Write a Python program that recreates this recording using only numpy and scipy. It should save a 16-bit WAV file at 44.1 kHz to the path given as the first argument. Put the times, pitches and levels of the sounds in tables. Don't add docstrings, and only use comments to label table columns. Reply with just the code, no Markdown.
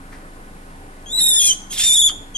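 import sys
import numpy as np
from scipy import signal
from scipy.fft import rfft, irfft, next_fast_len
from scipy.io import wavfile
from scipy.ndimage import uniform_filter1d, minimum_filter1d, map_coordinates

SR = 44100
rng = np.random.default_rng(int(sys.argv[2]) if len(sys.argv) > 2 else 0)


def unload_audio(sound):
    columns = np.transpose(np.atleast_2d(sound))
    steps = np.round(np.clip(columns, -1, 1) * 32767)
    wavfile.write(sys.argv[1], SR, steps.astype(np.int16))


def magnitude_from_level(level_db):
    exponent = np.asarray(level_db, float) / 20
    return 10 ** exponent


N = 104605


def unit(x):
    return x / np.sqrt(np.mean(x ** 2) + 1e-20)


def along(points, hz):
    f, v = np.transpose(points)
    return np.interp(np.log(hz + 1), np.log(f + 1), v)


def curves(rows):
    s, *cols = np.transpose(sorted(rows))
    return [np.interp(np.arange(N) / SR, s, c) for c in cols]


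def wobble(rate):
    return map_coordinates(rng.standard_normal(4000), [np.arange(N) * rate / SR], mode="wrap")


def filtered(x, response):
    m = next_fast_len(N + SR // 2)
    return irfft(rfft(x, m) * response(np.fft.rfftfreq(m, 1 / SR)), m)[..., :N]


# (frequency [Hz], left-right correlation)
LIKENESS = [(60, 0.86), (180, 1), (550, 0.7), (1650, 0.78), (4970, -0.15), (15000, 0.78)]


def rush(spectrum, patchy_db):
    lead_s = 0.00032
    z = signal.stft(rng.standard_normal((2, N)), nperseg=512)[2]
    patches = uniform_filter1d(rng.standard_normal(z.shape[1:]), 4, 0)
    patches = uniform_filter1d(patches, 12, 1)
    pair = signal.istft(z * magnitude_from_level(patchy_db * unit(patches)), nperseg=512)[1][:, :N]

    def mid_side(hz):
        angle = np.arccos(np.clip(along(LIKENESS, hz), -1, 1)) / 2
        return magnitude_from_level(along(spectrum, hz)) * [np.cos(angle), np.sin(angle)]

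    def lead(hz):
        return np.exp(1j * np.pi * hz * lead_s * np.array([[1], [-1]]))

    mid, side = filtered(pair, mid_side)
    return unit(filtered(np.array([mid + side, mid - side]), lead))


# (frequency [Hz], level [dB])
FAN_LINES = [(25, -41), (75.4, -59), (193.8, -56), (274.5, -56), (301.5, -58.5), (769.8, -61.5),
             (1050, -68.5), (1486, -65)]
# (frequency [Hz], density [dB/Hz])
TRAFFIC_SPECTRUM = [(24, -40), (40, -8), (49, -12), (183, -12), (322, -15.5), (371, -15), (462, -17),
                    (1700, -21), (2210, -36), (3740, -120)]
# (time [s], level [dB])
TRAFFIC_LEVEL_DB = [(0.0, -42.5), (0.14, -43), (1.13, -43.5), (1.15, -40.5), (1.67, -43), (2.13, -41.5),
                    (2.37, -43.5)]
# (frequency [Hz], density [dB/Hz])
HISS_SPECTRUM = [(1000, -71), (1700, 4), (2930, -4.5), (6260, -11), (7890, -6.5), (11500, -6.5),
                 (12600, -25), (14900, -21), (15400, -50)]


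def fan():
    t = np.arange(N) / SR
    waver_db, hiss_db = 3.5, -51
    hum = np.zeros(N)
    for hz, db in FAN_LINES:
        level_db = db + waver_db * wobble(hz / 12 + 2) * (hz > 40)
        hum += magnitude_from_level(level_db) * np.sqrt(2) * np.sin(2 * np.pi * hz * t + 0.47 * wobble(5.17))
    traffic_db, = curves(TRAFFIC_LEVEL_DB)
    traffic = magnitude_from_level(traffic_db + 0.29 * wobble(8.9)) * rush(TRAFFIC_SPECTRUM, patchy_db=1.5)
    return hum + traffic + magnitude_from_level(hiss_db) * rush(HISS_SPECTRUM, patchy_db=0.3)


# (time [s], level [dB], decay [s], frequency [Hz], width [share of it])
BRUSHES = [
    (0.129, -43, 0.035, 1650, .6),
    (0.128, -55, 0.04, 5000, .9),
    (1.197, -43, .015, 1800, .6),
    (2.078, -46, .006, 1290, .4),
    (2.097, -37, 0.006, 1320, .25),
    (2.094, -42, .005, 2100, .5),
    (2.116, -44, .007, 690, .5),
    (1.026, -50, .002, 6000, .7),
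]


def rustles():
    t = np.arange(N) / SR
    rise_share = 0.25
    out = np.zeros(N)
    for s, db, decay, hz, width in BRUSHES:
        def resonance(f):
            return (1j * f * hz / (hz * hz - f * f + 1j * width * f * hz)) ** 2

        grain = unit(filtered(rng.standard_normal(N) ** 3, resonance))
        swell = np.exp(-np.abs(t - s) / np.where(t < s, rise_share * decay, decay))
        out += magnitude_from_level(db) * swell * grain
    return out


# (start [s], end [s], n [cycles], depth [rad])
LOCKINGS = [(1.193, 1.218, 2, 0.49), (1.209, 1.274, 3, 0.12), (1.253, 1.395, 2, 0.13),
            (1.415, 1.494, 4, 0.32), (1.738, 1.768, 2, 1), (1.814, 1.857, 4, 0.33), (1.855, 1.937, 3, 0.12),
            (1.946, 2.015, 2, 0.1)]


def locking(phase):
    t = np.arange(N) / SR
    edge_s, waver_db, drift = 0.025, 6, 1.05
    lock = 0
    for start, end, cycles, depth in LOCKINGS:
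        gate = np.clip(np.minimum(t - start, end - t) / edge_s + .5, 0, 1)
        lock = lock + depth * gate * np.exp(1j * (phase / np.round(cycles) + drift * wobble(180)))
    return lock * magnitude_from_level(waver_db * wobble(59.86))


def loose_locking(phase):
    burst_db, drift = 5, 1.09
    loose = 0
    for cycles in (2, 3):
        loose = loose + magnitude_from_level(burst_db * wobble(45)) * np.exp(1j * (phase / cycles + drift * wobble(150)))
    return loose / np.std(loose.imag)


def turbulence(chaos_db):
    peak_hz, share, burst_db = 1810, 0.89, 3
    noise = rng.standard_normal((2, N))
    breath = unit(filtered(noise, lambda hz: (hz / peak_hz) ** 2 / (1 + (hz / peak_hz) ** 3)))
    return share * magnitude_from_level(chaos_db + burst_db * wobble(90)) * breath


CLIMB = [(1.052, 3180, -90, 11.5, -34), (1.062, 3215, -37, -14, -34), (1.09, 3310, -41.5, -5, -25),
         (1.138, 3882, -24, -6, -28), (1.17, 3959, -21, -9, -32), (1.198, 3992, -17, -7.5, -30)]
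SCREAM_PHASE = [(1.202, 3672, -24.5, -0.064, -19), (1.209, 3699, -18, -1.7, -24.5),
                (1.24, 3708, -20, 0.018, -35), (1.252, 3810, -24, 1, -32), (1.267, 3661, -15, -1.6, -36),
                (1.277, 3680, -20, -1.2, -30), (1.286, 3760, -15, -1.8, -36),
                (1.294, 3793, -15, -0.51, -36), (1.301, 3672, -20.5, 0, -27), (1.307, 3625, -21, 0.16, -19),
                (1.324, 3480, -19, -1.1, -28), (1.378, 3576, -19, -1.6, -31), (1.385, 3566, -17, -1.3, -23),
                (1.395, 3376, -18, -0.73, -19)]
GROWL_PHASE = [(1.401, 3375, -17.5, -5.2, -21), (1.419, 3268, -23, 11, -20), (1.432, 3342, -23.5, .9, -22),
               (1.44, 3328, -19, -2.2, -24), (1.456, 3354, -19.5, 0.5, -17.5), (1.478, 3251, -21, 0.7, -21),
               (1.498, 3106, -18, -6, -26), (1.514, 3124, -18, -6.5, -26), (1.524, 3133, -26, -6.5, -25),
               (1.537, 3110, -36, -5, -9)]
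RASP_PHASE = [(1.699, 3173, -51, 4, -16), (1.709, 3221, -35, 7, -11.5), (1.721, 3285, -33, 1.5, -19),
              (1.728, 3420, -36, 9, -4), (1.738, 3751, -34, 8, -4), (1.757, 3693, -33, -1.5, -1.5),
              (1.772, 3283, -30.5, -3.5, -2.5), (1.779, 3211, -31, 1, -6), (1.791, 3213, -24.5, 5, -17),
              (1.796, 3452, -28, 2, 1.5)]
SWELL_PHASE = [(1.806, 3497, -22.5, 1, -8), (1.83, 3580, -22.5, -3.5, -8.5), (1.853, 3640, -24, 3.5, -12),
               (1.873, 3626, -20, 5, -16), (1.893, 3556, -18, -3, -21), (1.901, 3510, -17, -1, -30),
               (1.914, 3513, -18, -4.3, -17.5), (1.935, 3603, -18.5, 6.5, -30),
               (1.955, 3743, -18.5, -5.5, -19)]
QUAVER_PHASE = [(1.96, 3487, -19, -0.5, -36), (1.974, 3394, -16, -1.5, -25), (2.01, 3678, -18, -1, -39),
                (2.022, 3365, -17, -2, -42), (2.061, 3548, -14.5, -3, -38), (2.09, 3264, -19.5, -7.5, -14),
                (2.099, 3106, -24.5, -20, -8)]
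THIRD_START = [
    (2.344, 3149, -50, -2, -44),
    (2.352, 3263, -26.5, -21, -19),
    (2.363, 3132, -26.5, -8, -33),
    (2.372, 3220, -27.5, -15, -17),
]
# (time [s], level [dB])
SECOND_PARTIAL = [(1.05, 5), (1.2, 2.5), (1.3, -1.5), (1.39, 2.5), (1.47, 2.5), (1.5, 9), (1.7, 5), (1.79, -16),
                  (1.82, 3), (1.86, 3), (1.9, 0.4), (2.0, -0.1), (2.1, 0), (2.35, 8)]
LOCK_LOUDNESS = [0.051, 0.37, 0.73, 0.34]
LOCK_PHASE = [0.88, 0.81, 1.06, 1]
# (frequency [Hz], level [dB])
THROAT_GAIN = [(1500, -8), (2700, -1), (3700, 1), (4900, -3.5), (6800, 0), (8800, 1), (10400, 1.5),
               (12500, -3), (15500, -18)]


def myna():
    jitter, jitter_rate = .007, 170
    flutter_db, flutter_rate = 1.1, 110
    fourth_db, swing_share, beak_hz = -17, 0.49, 1540
    calls = [CLIMB + SCREAM_PHASE + GROWL_PHASE, RASP_PHASE + SWELL_PHASE + QUAVER_PHASE, THIRD_START]

    def hush(row, gap_s):
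        return (row[0] + gap_s, row[1], -150, *row[3:])

    rows = []
    for call in calls:
        rows += [hush(call[0], -0.01628), *[tuple(p) for p in call], hush(call[-1], 0.01597)]
    pitch_hz, level_db, slope_db, chaos_db = curves(rows)
    second_db, = curves(SECOND_PARTIAL)

    phase = 2 * np.pi * np.cumsum(pitch_hz * (1 + jitter * wobble(jitter_rate))) / SR
    lock = locking(phase) + magnitude_from_level(chaos_db) * loose_locking(phase)
    breath = turbulence(chaos_db)
    push = phase + breath[0]
    voice = np.zeros(N)
    for k in range(4):
        partial_db = k * np.minimum(slope_db, 1) + flutter_db * wobble(flutter_rate)
        partial_db = partial_db + fourth_db * (k == 3) + second_db * (k == 1)
        swing = 1 - LOCK_LOUDNESS[k] * (k + 1) * lock.real + swing_share * breath[1]
        voice += magnitude_from_level(partial_db) * swing * np.cos((k + 1) * (push + LOCK_PHASE[k] * lock.imag))

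    def throat(hz):
        return magnitude_from_level(along(THROAT_GAIN, hz)) * hz ** 4 / (hz ** 4 + beak_hz ** 4)

    return filtered(np.sqrt(2) * magnitude_from_level(level_db) * voice, throat)


# (time [s], left lead [ms], left over right [dB])
BIRD_PLACE = [(1.05, 0.027, 4.5), (1.18, 0.067, -2), (1.5, 0.079, 1.5), (1.75, 0.044, -2.5),
              (2.1, 0.025, 2), (2.37, 0.043, 2)]


def placed(x):
    lead_ms, pan_db = curves(BIRD_PLACE)
    shift = lead_ms * SR / 2000
    ports = []
    for side in (1, -1):
        moved = map_coordinates(x, [np.arange(N) + side * shift], order=5)
        ports.append(magnitude_from_level(side * pan_db / 2) * moved)
    return np.array(ports)


# (delay [s], level [dB])
WALL_ECHOES = [(.0031, -9.5), (.0057, -10.5), (.0092, -14.5), (.0137, -13.5), (.019, -10.5), (.026, -23.5)]
# (frequency [Hz], time to fall 60 dB [s])
ROOM_DECAY = [(1000, 0.18), (3500, 0.47), (7000, 0.41), (12000, 0.28)]


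def room(x):
    tail_db = -15
    hz, t, z = signal.stft(rng.standard_normal((2, SR // 2)), SR, nperseg=256)
    tail = signal.istft(z * magnitude_from_level(-60 * t / along(ROOM_DECAY, hz)[:, None]), SR, nperseg=256)[1]
    answer = magnitude_from_level(tail_db) * np.pad(tail / np.linalg.norm(tail[0]), ((0, 0), (500, 0)))
    skews = rng.integers(-12, 12, len(WALL_ECHOES))
    for (s, db), skew in zip(WALL_ECHOES, skews):
        answer[[0, 1], [round(s * SR) + skew, round(s * SR) - skew]] += magnitude_from_level(db)
    return signal.fftconvolve(x[None], answer, axes=1)[:, :N]


def scene():
    bird = myna() + rustles()
    return placed(bird) + room(bird) + fan()


def limited(x):
    ceiling, span = .84, round(.006 * SR)
    need = np.minimum(1, ceiling / (np.abs(x).max(axis=0) + 1e-9))
    return x * uniform_filter1d(minimum_filter1d(need, 2 * span), span)


# (start [s], end [s], from [Hz], to [Hz])
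LOST_BANDS = [(1.07, 1.2, 12500, 14600), (1.2, 1.32, 12100, 13700), (1.2, 1.295, 13700, 14500),
              (1.315, 1.7, 14500, 16000), (1.32, 1.365, 12800, 13600), (1.41, 1.6, 13500, 14500),
              (1.853, 2.14, 11460, 13400), (1.853, 1.99, 13400, 14000), (1.853, 1.88, 14000, 16000),
              (1.965, 2.14, 14300, 16000), (2.06, 2.14, 13400, 14300)]


def thinned(x):
    floor_db, masked_db, mask_hz, top_hz = -130, -32, 1000, 15730
    hz, t, z = signal.stft(x, SR, nperseg=1024)
    f = hz[:, None]
    band = np.sqrt(np.abs(uniform_filter1d(np.abs(z) ** 2, size=7, axis=1)))
    loudest_near = -minimum_filter1d(-band, round(2 * mask_hz / hz[1]), axis=1)
    lost = np.zeros(z.shape[1:], bool)
    for start, end, low, high in LOST_BANDS:
        lost |= (t > start) & (t < end) & (f > low) & (f < high)
    audible = (band > magnitude_from_level(masked_db) * loudest_near) & (band > magnitude_from_level(floor_db))
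    keep = audible & ~lost & (f < top_hz)
    return signal.istft(z * keep, SR, nperseg=1024)[1][:, :N]


def roll_off(x):
    return signal.sosfilt(signal.butter(12, 15730, fs=SR, output="sos"), x)


def record(dry):
    mix = thinned(limited(dry))
    return roll_off(mix)


dry = scene()
out = record(dry)
unload_audio(out)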